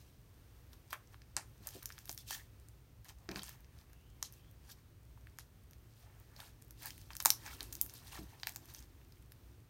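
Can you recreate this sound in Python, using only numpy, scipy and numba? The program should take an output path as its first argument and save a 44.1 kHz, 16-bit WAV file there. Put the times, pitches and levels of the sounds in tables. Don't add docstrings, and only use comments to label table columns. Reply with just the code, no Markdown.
import sys
import numpy as np
from scipy import signal
from scipy.fft import rfft, irfft, next_fast_len
from scipy.io import wavfile
from scipy.ndimage import uniform_filter1d
from numba import njit

SR = 44100
rng = np.random.default_rng(int(sys.argv[2]) if len(sys.argv) > 2 else 0)


def nominal_scale(level):
    x = np.asarray(level, float) / 20
    return 10 ** x


def log_audio(samples):
    frames = np.atleast_2d(samples).T
    limited = np.clip(frames, -1, 1)
    pcm = np.round(limited * 32767).astype(np.int16)
    wavfile.write(sys.argv[1], SR, pcm)


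N = 427329

# (frequency [Hz], level per Hz [dB])
CRACKLE_COLOUR = [(1500, -21), (2800, -3), (4500, 0), (6200, -0.5), (10400, -0.5), (12500, 4), (15900, 2.5)]
HOLLOW_HZ = 1600


def pops():
    bounce_s, bounce_db = 0.00016, -17.5
    out, t = np.zeros(N), np.arange(400) / SR
    bursts = pockets()
    chance = rng.random((len(bursts), 4))
    shape = (len(bursts), len(t))
    tears = rng.standard_normal(shape) * nominal_scale(4.43 * rng.standard_normal(shape))
    for (s, db, snap_hz, cavity_db, cavity_hz, tick_db), c, tear in zip(bursts, chance, tears):
        snap = ring(snap_hz, 0.47, 0, t) + 0.25 * ring(snap_hz * (0.65 + 0.13 * c[0]), 0.3, 0, t)
        snap = snap + nominal_scale(bounce_db) * np.roll(snap, round(bounce_s * SR))
        cavity = hollow(0.8 * cavity_hz, t)
        tick = ring(11500 + 1500 * c[1], 0.47, 0, t) - 0.2 * ring(14200 + 1200 * c[2], 0.28, 0, t)
        skin = snap + nominal_scale(tick_db) * tick
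        tear = nominal_scale(-22.5) * tear * np.exp(-t * snap_hz / 9.5) * (t > 0.0002)
        torn_skin = np.convolve(skin, tear)[:len(t)]
        add(out, s, nominal_scale(db) * (nominal_scale(cavity_db) * cavity - skin - torn_skin))
    return signal.sosfilt(signal.butter(3, 500, "high", fs=SR, output="sos"), out)


def pockets():
    # (time [s], snap level [dB], snap pitch [Hz], hollow re snap [dB], film tick re snap
    # [dB])
    blisters = [(1.6741, -30, 8000, -28, 2), (1.3666, -14.5, 7970, -19.5, -21),
                (1.6713, -27.5, 9400, -26, 4.5), (1.6888, -35, 5670, -35, 1),
                (1.8576, -25, 6600, -26, 2.5), (1.9884, -37.5, 6000, -13, 1),
                (2.0942, -25, 5760, -21, -5), (2.1149, -32.5, 8950, -34, 4),
                (2.1773, -31.5, 5300, -31, -2), (2.2878, -39, 6050, -22, -10),
                (2.3083, -27.5, 6000, -34, 2.5), (2.3293, -31, 7160, -7.5, -14),
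                (3.0906, -38.5, 6440, -23, -4), (3.2905, -32, 4860, -1.5, -12),
                (3.3142, -34, 4410, -30, -7), (3.3591, -30, 4300, -6.5, -17),
                (3.3934, -32, 3700, -20, -19), (3.4332, -28, 8900, -18, -23),
                (3.4931, -36, 7150, -13, 3),
                (4.2274, -20, 6330, -17.5, -1), (5.387, -33, 6840, -7.5, 4.5),
                     (5.3952, -43, 6030, -23, 6), (7.153, -30, 8600, -12.5, -5),
                     (7.1675, -29, 6060, -31, 2.5), (7.202, -32, 8000, -33, 2),
                     (7.2027, -23.5, 5850, -11.5, -2), (7.251, -22.5, 8700, -6.5, 12),
                     (7.2579, -3.5, 7360, -12, -2.5), (7.2937, -26, 8790, -15, -10.5),
                     (7.3039, -9, 5260, -33, 2.5), (7.463, -35, 5170, -10, -14),
                     (7.6298, -30.5, 9600, -25, -6.5), (7.726, -28.5, 7900, -28, -2),
                     (7.729, -32, 6240, -22, 3.5), (7.7531, -29, 7200, -36, 1),
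                     (7.8136, -19, 8850, -46, 11), (8.4937, -29, 8090, -30, 0),
                     (8.5608, -27.5, 7300, -17, 1)]
    # (time
    # [s], snap level [dB], hollow pitch [Hz], hollow re snap [dB], tick re snap [dB])
    finger_holes = [(0.9296, -33.5, 1400, 7, 5.5), (1.1436, -49, 1320, 3, -16),
                    (1.2187, -47.5, 1960, -4, -10), (1.8255, -44, 1620, -5, -2),
                    (1.9032, -47.5, 1600, 9.5, -17), (1.9806, -42, 1540, -1.5, -2),
                    (2.0948, -45, 765, 2, -5), (2.3004, -37, 2200, -17, 3), (3.3166, -41.5, 2150, -3, -14),
                    (3.345, -50, 2330, 0, -13), (3.6455, -51.5, 2130, -5.5, -11),
                    (5.175, -64, 1040, 10, -5), (5.2708, -59, 1980, 15, 7), (5.7332, -49, 2230, -4, -1),
                    (6.8229, -53, 2070, 7, 13), (6.859, -41, 1870, -5, 11), (6.9057, -35.5, 2270, -8, -3),
                    (6.9796, -52, 2430, 3, 14), (7.105, -39, 1200, -3, -10.5),
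                    (7.607, -26, 1700, -17.5, -8), (8.399, -45, 1900, -12, -8),
                    (8.433, -25.5, 1720, -7, -16), (8.471, -25, 1967, -1, 3), (9.3206, -47, 1820, -3.5, 7),
                    (2.0778, -45, 1500, -9, 1), (2.3081, -47, 915, 10.5, -10), (4.2263, -47, 1000, 4, -8),
                    (4.446, -68, 2090, 11, -10), (3.434, -54, 1190, 7, -12), (7.2582, -31, 820, 1, -10),
                    (1.912, -53, 1800, 6, -10), (8.4323, -50, 935, 4, -10), (8.4716, -44.5, 900, 4.5, -10),
                    (8.561, -53.5, 960, 6, -10), (5.3874, -52.5, 960, 2.5, -10)]
    # (time [s],
    # level [dB], snap pitch [Hz])
    small_bubbles = [(0.732, -44.5, 4200), (1.926, -44, 5170), (2.6863, -42.5, 9050), (3.0854, -44, 5680),
                     (3.3738, -44, 4600), (3.4212, -39, 4560), (3.4816, -41, 4150), (3.7877, -49.5, 4440),
                     (6.364, -43.5, 4670), (6.403, -35.5, 3770), (6.623, -40.5, 8500), (6.8674, -47, 5840),
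                     (7.015, -44, 4900), (7.133, -39, 4400), (7.482, -46, 5260), (7.7393, -51, 6350),
                     (7.8544, -51, 8250), (7.8966, -38, 5880), (7.941, -48.5, 7280), (7.9537, -50, 6160),
                     (7.96, -52, 6350), (8.537, -46, 8790), (8.552, -43, 6960), (8.6782, -59, 5750),
                     (8.748, -35, 5820), (8.7845, -45, 5900), (8.8043, -44, 8790), (8.8257, -45, 5600),
                     (9.123, -49, 4500), (1.8915, -40, 6500), (1.923, -41, 5240), (1.71, -47, 5600),
                     (3.441, -36, 7460), (4.338, -47, 6650), (8.791, -42, 6000), (8.569, -41, 6200),
                     (0.9345, -36, 7400), (6.8706, -39, 4800), (6.834, -47, 5520), (7.1605, -50, 7000),
                     (1.3667, -25.5, 4000), (9.014, -57, 2300), (9.171, -59, 2400), (9.226, -58.5, 2600),
                     (3.898, -57, 1900), (3.932, -60, 1600), (3.813, -53, 4700)]
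    # (time [s], tick level [dB], snap re tick [dB])
    thin_threads = [(0.907, -39, -8), (6.727, -53, -13), (1.6285, -53, -8), (1.8294, -32, -8),
                    (2.056, -35, -8.5), (2.0735, -40, -16), (2.1082, -34, -30), (2.128, -29.5, -12),
                    (2.1474, -35, -23), (2.1863, -34.5, -20), (3.046, -41, -9), (3.6059, -49, -9),
                    (3.19, -58, -6), (3.932, -46.5, -4.5), (4.012, -59, -1), (1.074, -60, 8),
                    (4.3246, -38, -13), (4.5124, -47, -11), (5.7104, -43.5, -7), (6.7085, -35.5, -7.5),
                    (7.225, -22.5, -22.5), (7.863, -31.5, -10), (7.9386, -33, -15), (7.949, -51, -8),
                    (8.047, -47, -8), (8.522, -39, -5), (8.6566, -41.5, -8), (8.7633, -42, -10),
                    (0.924, -42, -10), (0.9567, -57, -8), (1.6822, -34, -12), (1.707, -40, -6),
                    (1.8373, -44, -15), (2.0865, -39, -15), (2.1008, -31, -7), (4.333, -47, -6),
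                    (5.4011, -48, -10), (6.6186, -50, -7), (7.238, -35, -11.5), (7.2676, -13, -6),
                    (7.3903, -50, -10), (7.5339, -51, -10), (7.568, -43, -14), (7.7339, -35, -13),
                    (7.7394, -36, -16), (7.7481, -41, -14), (7.7667, -36, -9), (7.955, -45, -10),
                    (7.9719, -49, -10), (8.1254, -41, -2), (8.5469, -42, -10), (8.6779, -52, -10),
                    (8.7389, -37, -16)]
    # (time [s], level [dB])
    finest_threads = [
        (6.6479, -46),
        (6.8581, -25),
        (6.8676, -35),
        (6.8834, -37),
        (7.2817, -24.5),
        (6.682, -48),
        (6.2, -42),
        (7.2595, -17),
        (6.832, -34),
    ]

    rows = []
    for s, db, hz, hollow_db, tick_db in blisters:
        hollow_hz = HOLLOW_HZ * 2 ** (-0.024 * (db + 30))
        rows.append((s, db, hz, hollow_db, hollow_hz, tick_db))
    for s, db, hz, hollow_db, tick_db in finger_holes:
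        rows.append((s, db, 2.4 * hz, hollow_db, hz, tick_db))
    for s, db, hz in small_bubbles:
        rows.append((s, db, hz, -20.5, HOLLOW_HZ, -3))
    for s, db in finest_threads:
        rows.append((s, db, 15100, -40, HOLLOW_HZ, -13))
    for s, db, snap_db in thin_threads:
        rows.append((s, db + snap_db, 6240, -14, HOLLOW_HZ, -snap_db))
    return rows


def ring(hz, cycles, phase, t):
    u = t * hz / cycles
    shape = u ** 1.64 * np.exp(-u) * np.sin(2 * np.pi * hz * t + phase)
    return shape / np.abs(shape).max()


def hollow(hz, t):
    cycles, sag = 0.5, 0.8
    u = t * hz / cycles
    turns = hz * t + sag * cycles * (1 - np.exp(-u))
    shape = u * np.exp(-u) * np.sin(2 * np.pi * turns)
    return shape / np.abs(shape).max()


def peel():
    # (peak
    # [s], crackle level [dB], wet squelch re crackle [dB], rise [s], fall [s])
    peels = [(0.02, -69.5, -22, 0.063, 0.26), (0.739, -64.5, 1.5, 0.03, 0.01),
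             (0.908, -62, -1, .012, 0.016), (0.933, -53, 6.5, 0.01, 0.034),
             (1.372, -48.5, -1, 0.0062, 0.053), (1.679, -59, -2, 0.069, 0.036),
             (1.74, -60.5, -4.5, 0.1, 0.33), (1.909, -66, -10, 0.1, 0.089),
             (1.994, -61, -21, 0.039, 0.11), (2.102, -64, -15, 0.06, 0.11),
             (2.189, -51.5, -24, 0.018, 0.034), (2.31, -44.5, -9.5, 0.038, 0.052),
             (2.356, -53.5, -8, 0.073, 0.09), (3.055, -63, 1.5, 0.014, 0.066),
             (3.097, -55.5, -5.5, 0.026, 0.028), (3.296, -68, 12, 0.0099, 0.098),
             (3.367, -55.5, 3.5, 0.052, 0.064), (3.48, -62, -1, 0.24, 0.14),
             (3.6, -87, 9.5, 0.12, 0.94), (1.13, -68, 2, 0.026, 0.041),
             (3.8, -70.5, 0, 0.11, .07), (4.33, -69.5, -25, .004, 0.12), (4.7, -59.5, -7, 0.043, .03),
                  (4.655, -70, -3, 0.064, .03), (4.25, -58.5, -23, 0.032, 0.041),
                  (4.717, -58.5, -10, 0.023, 0.024), (4.785, -71, 0, 0.037, 0.052),
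                  (5.396, -59.5, -11, 0.0048, 0.06), (6.03, -68, -7, 0.13, 0.053),
                  (6.1, -76.5, 5.5, 0.24, 0.41), (6.404, -64, -1, 0.11, 0.15), (6.83, -59, -8, 0.07, .06),
                  (6.866, -51.5, -4, 0.061, 0.069), (7.02, -66, -8, 0.32, 0.18),
                  (7.114, -63.5, 1, .02, 0.054), (7.206, -52.5, 1, 0.0091, 0.036),
                  (7.262, -43.5, -2.5, 0.014, 0.035), (7.295, -62.5, -3.5, .03, 0.31),
                  (7.42, -70, -13, .08, 0.072), (7.474, -53, -1, 0.069, 0.15),
                  (7.615, -59.5, -2, 0.058, 0.12), (7.95, -63.5, -7, 0.67, 0.97),
                  (8.13, -53, -6.5, 0.057, 0.051), (8.165, -51, -4.5, 0.056, 0.058),
                  (8.35, -75.5, 6, 0.73, 0.2), (8.482, -55.5, -7, 0.043, 0.054),
                  (8.567, -72, 1, 0.06, 0.21), (8.7, -57.5, -3.5, 0.043, 0.077),
                  (8.759, -60.5, -6, 0.13, 0.11)]
    # (frequency [Hz], level per Hz [dB])
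    squelch_colour = [(350, -16), (600, -1), (900, -3), (1400, -6), (1900, -4), (2600, -5), (4000, -11.5)]
    roundness, squelch_lingers = 1.11, 1.04

    power, t = np.zeros((2, N)), np.arange(N) / SR
    for s, db, wet_db, rise, fall in peels:
        i = slice(max(int((s - 3 * rise) * SR), 0), int((s + 3 * fall) * SR))
        for layer, level, f in [(0, db, fall), (1, db + wet_db, fall * squelch_lingers)]:
            away = np.maximum((s - t[i]) / rise, (t[i] - s) / f) ** roundness
            power[layer, i] += nominal_scale(level - 20 * away) ** 2
    bright_gain, wet_gain = np.sqrt(power)
    bright = unit(colour(snaps(5000, 2.8, 7040, 0.98, 3.1), CRACKLE_COLOUR)) * nominal_scale(2 * walk(45))
    wet = unit(colour(snaps(1200, 2.4, 1800, 0.555, 2.6), squelch_colour)) * nominal_scale(2 * walk(45))
    return bright_gain * bright + wet_gain * wet


def strays():
    return nominal_scale(-52.5) * colour(snaps(6, 2.8, 9000, 0.28, 0.7), CRACKLE_COLOUR)


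def snaps(rate, spread_db, centre_hz, octaves, cycles):
    breaks = rng.random(N) < rate / SR
    sizes = breaks * nominal_scale(spread_db * np.minimum(rng.exponential(size=N), 3))
    hz = centre_hz * 2 ** (octaves * rng.standard_normal(N) + 0.07 * walk(14))
    return grains(sizes, np.clip(hz, 300, 16000), 1.0 * cycles)


@njit
def grains(sizes, hz, cycles):
    out = np.zeros(len(sizes) + 2000)
    for i in range(len(sizes)):
        if sizes[i] != 0:
            z = sizes[i] + 0j
            p = np.exp((2j * np.pi - 1 / cycles) * hz[i] / SR)
            for k in range(min(int(5 * cycles * SR / hz[i]), 2000)):
                out[i + k] += z.imag
                z *= p
    return out[:len(sizes)]


def thuds():
    # (time [s], level [dB], spot pitch [Hz])
    pushes = [(0.925, -48, 350), (1.366, -40.5, 350), (1.606, -44, 250), (1.752, -35, 394),
              (1.765, -37, 330), (2.093, -38.5, 550), (2.309, -44, 600), (3.289, -26, 410),
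              (3.304, -30, 330), (3.316, -34, 300), (3.33, -36.5, 200), (3.344, -39, 300.4),
              (3.359, -32, 223), (3.374, -36.5, 230), (3.394, -45, 200), (3.414, -43.5, 160),
              (7.257, -36.5, 380), (8.189, -34, 329), (8.205, -36.5, 260), (8.217, -35.5, 199),
              (8.232, -42.5, 281)]
    # (frequency [Hz], level [dB], time to fall 60 dB [s])
    modes = [(152, -5, 0.12), (191.5, 1, 0.098), (259, 0.5, 0.051), (311, -1.5, 0.12), (365, 3, 0.055),
             (520, -2.5, 0.022), (672, 2.5, 0.034)]
    out, t = np.zeros(N), np.arange(6000) / SR
    chance = rng.standard_normal((len(pushes), 2, len(modes)))
    for (s, db, spot_hz), (spot, tune) in zip(pushes, chance):
        body = np.zeros(len(t))
        for (hz, mode_db, t60), a, b in zip(modes, spot, tune):
            level = mode_db + 2.5 * a - 7.5 * abs(np.log2(hz / spot_hz))
            tone = np.sin(2 * np.pi * hz * (1 + 0.038 * b) * t)
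            body += nominal_scale(level) * tone * np.exp(-np.log(1000) * t / t60)
        soft_onset = 1 - np.exp(-t / 0.002)
        add(out, s, nominal_scale(db) * soft_onset * body / np.abs(body).max())
    return out


def gurgles():
    # (middle [s], pitch [Hz], level [dB], length [s])
    channels = [(2.198, 3460, -61, 0.035), (2.31, 3140, -52, 0.013), (2.311, 4520, -53, 0.033),
                (2.312, 2660, -54, 0.02), (2.326, 1796, -52, 0.03), (2.327, 5990, -58, 0.038),
                (2.332, 3570, -62, 0.011), (2.347, 3360, -54, 0.024), (2.346, 4580, -56, 0.015),
                (2.349, 1787, -48, 0.015), (2.365, 3940, -70, 0.031), (2.407, 1870, -67, 0.014),
                (3.319, 2420, -52, 0.011), (3.362, 2575, -49, 0.013), (3.375, 4530, -52, 0.012),
                (3.394, 3900, -53, 0.011), (3.394, 5250, -54, 0.016), (3.395, 1400, -55, 0.012),
                (3.422, 3240, -55, 0.016), (3.425, 4540, -55, 0.016), (4.7, 1625, -60, 0.02),
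                (4.698, 5430, -65, 0.012), (4.715, 6460, -63, 0.012), (4.718, 5770, -67, 0.018),
                (4.719, 4660, -64, 0.013), (6.37, 4540, -62, 0.022), (6.836, 2050, -55, 0.014),
                (6.86, 4600, -67, 0.024), (6.869, 5810, -59, 0.015), (6.871, 4670, -53, 0.012),
                (6.874, 1820, -55, 0.016), (6.899, 2000, -58, 0.014), (6.906, 3140, -55, 0.012),
                (7.463, 2410, -53, 0.0099), (7.487, 2290, -52, 0.009), (7.476, 2300, -53, .009),
                (7.506, 1290, -54.5, 0.016), (7.511, 2200, -53, 0.012), (7.533, 1376, -52, 0.017),
                (8.126, 2810, -53, 0.012), (8.162, 1820, -56, 0.017), (8.18, 1340, -57, 0.02),
                (8.748, 6150, -60, 0.015), (8.792, 6030, -58, 0.013)]
    rough, glide = 0.87, 0.063
    out, u = np.zeros(N), np.linspace(0, 1, num=24)
    chance = rng.standard_normal((len(channels), len(u)))
    for (s, hz, db, length), c in zip(channels, chance):
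        t = np.arange(int(1.25 * length * SR)) / SR
        v = t / t[-1]
        pitch = hz * (1 + glide * c[0] * (v - 0.5))
        swell = np.sin(np.pi * v) ** 2 * (1 + rough * np.interp(v, u, c))
        add(out, s - t[-1] / 2, nominal_scale(db) * swell * np.sin(2 * np.pi * np.cumsum(pitch) / SR))
    return out


def squeaks():
    # (start [s], end [s], start pitch [Hz], end pitch [Hz], level [dB])
    slips = [
        (3.159, 3.301, 980, 820, -72),
        (3.868, 4.181, 2580, 3150, -75.5),
        (4.35, 4.52, 2900, 3450, -73.5),
        (4.34, 4.42, 2650, 2620, -75),
        (2.35, 2.43, 1750, 2000, -60),
        (8.683, 8.728, 4480, 4520, -65),
        (8.693, 8.712, 4250, 3500, -65),
        (8.473, 8.497, 2330, 2300, -56),
    ]
    out, t = np.zeros(N), np.arange(N) / SR
    wobble = unit(uniform_filter1d(rng.standard_normal(N), size=100))
    for start, end, start_hz, end_hz, db in slips:
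        u = np.clip((t - start) / (end - start), 0, 1)
        line = np.sin(2 * np.pi * np.cumsum(start_hz + (end_hz - start_hz) * u) / SR)
        out += nominal_scale(db) * stroke(u) * wobble * line
    return out


def rub():
    # (start [s], end [s], low edge [Hz], high edge [Hz], level [dB])
    rolls = [
        (7.3, 8.1, 230, 390, -70.5),
        (3.285, 3.43, 330, 990, -57.5),
        (7.3, 8.85, 550, 1000, -73.5),
        (1.745, 1.79, 330, 650, -63.5),
        (6.2, 10, 230, 354, -73),
    ]
    out, noise, waver = 0, rng.standard_normal(N), 2 * walk(45)
    for start, end, low_hz, high_hz, db in rolls:
        u = np.clip((np.arange(N) / SR - start) / (end - start), 0, 1)
        band_pass = signal.butter(2, [low_hz, high_hz], "band", fs=SR, output="sos")
        band = signal.sosfilt(band_pass, noise)
        out = out + nominal_scale(db + waver) * stroke(u) * unit(band)
    return out


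def stroke(u):
    return np.sqrt(np.abs(np.sin(np.pi * u))) * (u > 0) * (u < 1)


def soften_treble(x):
    # (start [s], end [s])
    dull_moments = [
        (1.35, 1.46),
        (4.21, 4.315),
        (5.37, 5.45),
    ]
    t = np.arange(N) / SR
    dulled = sum((t > start) & (t < end) for start, end in dull_moments)
    dull = signal.sosfiltfilt(signal.butter(4, 13400, fs=SR, output="sos"), x)
    return x + uniform_filter1d(1.0 * dulled, size=400) * (dull - x)


def room(x):
    # (delay [s], level [dB], smear [s])
    surfaces = [(.0012, -23, .0003), (.0022, -21, .0003), (.0040, -29, .0005), (.0086, -20, .0007),
                (.0123, -29, .0005), (.0146, -26, .0005), (.0177, -26, .0005)]
    # (band centre [Hz], time to fall 60 dB [s], level [dB])
    tail_bands = [(646, 0.19, -29), (1400, 0.25, -35), (2810, 0.15, -30.5), (5600, 0.17, -31.5),
                  (11450, 0.17, -31)]
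    t = np.arange(SR // 2) / SR
    response = np.zeros(len(t))
    for delay, db, smear in surfaces:
        blur = np.exp(-((t - delay) / smear) ** 2) / np.sqrt(smear * SR)
        response += nominal_scale(db) * blur * rng.standard_normal(len(t))
    response = colour(response, [(200, 3.0), (8000, 2.6), (14000, 3.0), (21000, 0.5)])
    fill = 1 - np.exp(-t / 0.012)
    for hz, t60, db in tail_bands:
        octave = [(hz / 1.8, -24), (hz / 1.35, 0), (hz * 1.35, 0), (hz * 1.8, -24)]
        band = unit(colour(rng.standard_normal(len(t)), octave))
        decay = np.exp(-np.log(1000) * t / t60)
        response += nominal_scale(db - 12.5) * np.sqrt(hz / 5600) * band * fill * decay
    response = signal.sosfilt(signal.ellip(6, 0.2, 50, 15900, fs=SR, output="sos"), response)
    response[0] = 1
    return signal.fftconvolve(x, response)[:N]


def room_tone():
    # (frequency [Hz], level per Hz [dB])
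    tone_colour = [(22, -35), (35, -10.5), (47, -2.5), (60, 5), (78, -5), (112, 0.5), (140, -8.5),
                   (182, -17), (378, -22.5), (600, -29), (1300, -31), (4600, -36.5), (10000, -42),
                   (15900, -38)]
    tone = colour(rng.standard_normal(N), tone_colour)
    rumble = signal.sosfilt(signal.butter(2, 400, fs=SR, output="sos"), tone)
    hiss = signal.sosfilt(signal.butter(2, 400, "high", fs=SR, output="sos"), tone)
    swell = 0.5 * walk(1.5) + 0.16 * (np.arange(N) - N / 2) / SR
    flicker = 0.3 * walk(2.4) + 0.5 * walk(11)
    return nominal_scale(-57.5) * unit(rumble * nominal_scale(swell) - hiss * nominal_scale(flicker))


def colour(x, spectrum):
    hz, db = np.transpose(spectrum)
    size = next_fast_len(x.shape[-1])
    f = np.arange(size // 2 + 1) * SR / size + 1
    gain = nominal_scale(np.interp(np.log(f), np.log(hz), db, left=-70, right=-70))
    return irfft(rfft(x, size) * gain, size)[..., :x.shape[-1]]


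def unit(x):
    return x / np.sqrt(np.mean(x ** 2))


def walk(rate):
    k = int(SR / rate)
    steps = rng.standard_normal(size=1000)[np.arange(N) // k]
    return 1.8 * uniform_filter1d(uniform_filter1d(steps, k), k)


def add(out, s, x):
    i = int(s * SR)
    out[i:i + len(x)] += x[:N - i]


def scene():
    slime = pops() + peel() + squeaks() + gurgles() + strays()
    mix = room(soften_treble(slime)) + thuds() + room_tone() + rub()
    return mix[None]


def band_limit(x):
    return signal.sosfilt(signal.butter(12, 17150, fs=SR, output="sos"), x)


def record(dry):
    # (frequency [Hz], level [dB])
    port = [(15, -1.5), (5000, -1), (6200, 0.5), (7700, -1.5), (8900, 3), (10400, -2), (11900, 1.5),
            (15300, 1), (16400, -3.5), (17100, -31.5)]
    return band_limit(colour(dry, port))


dry = scene()
out = record(dry)
log_audio(out)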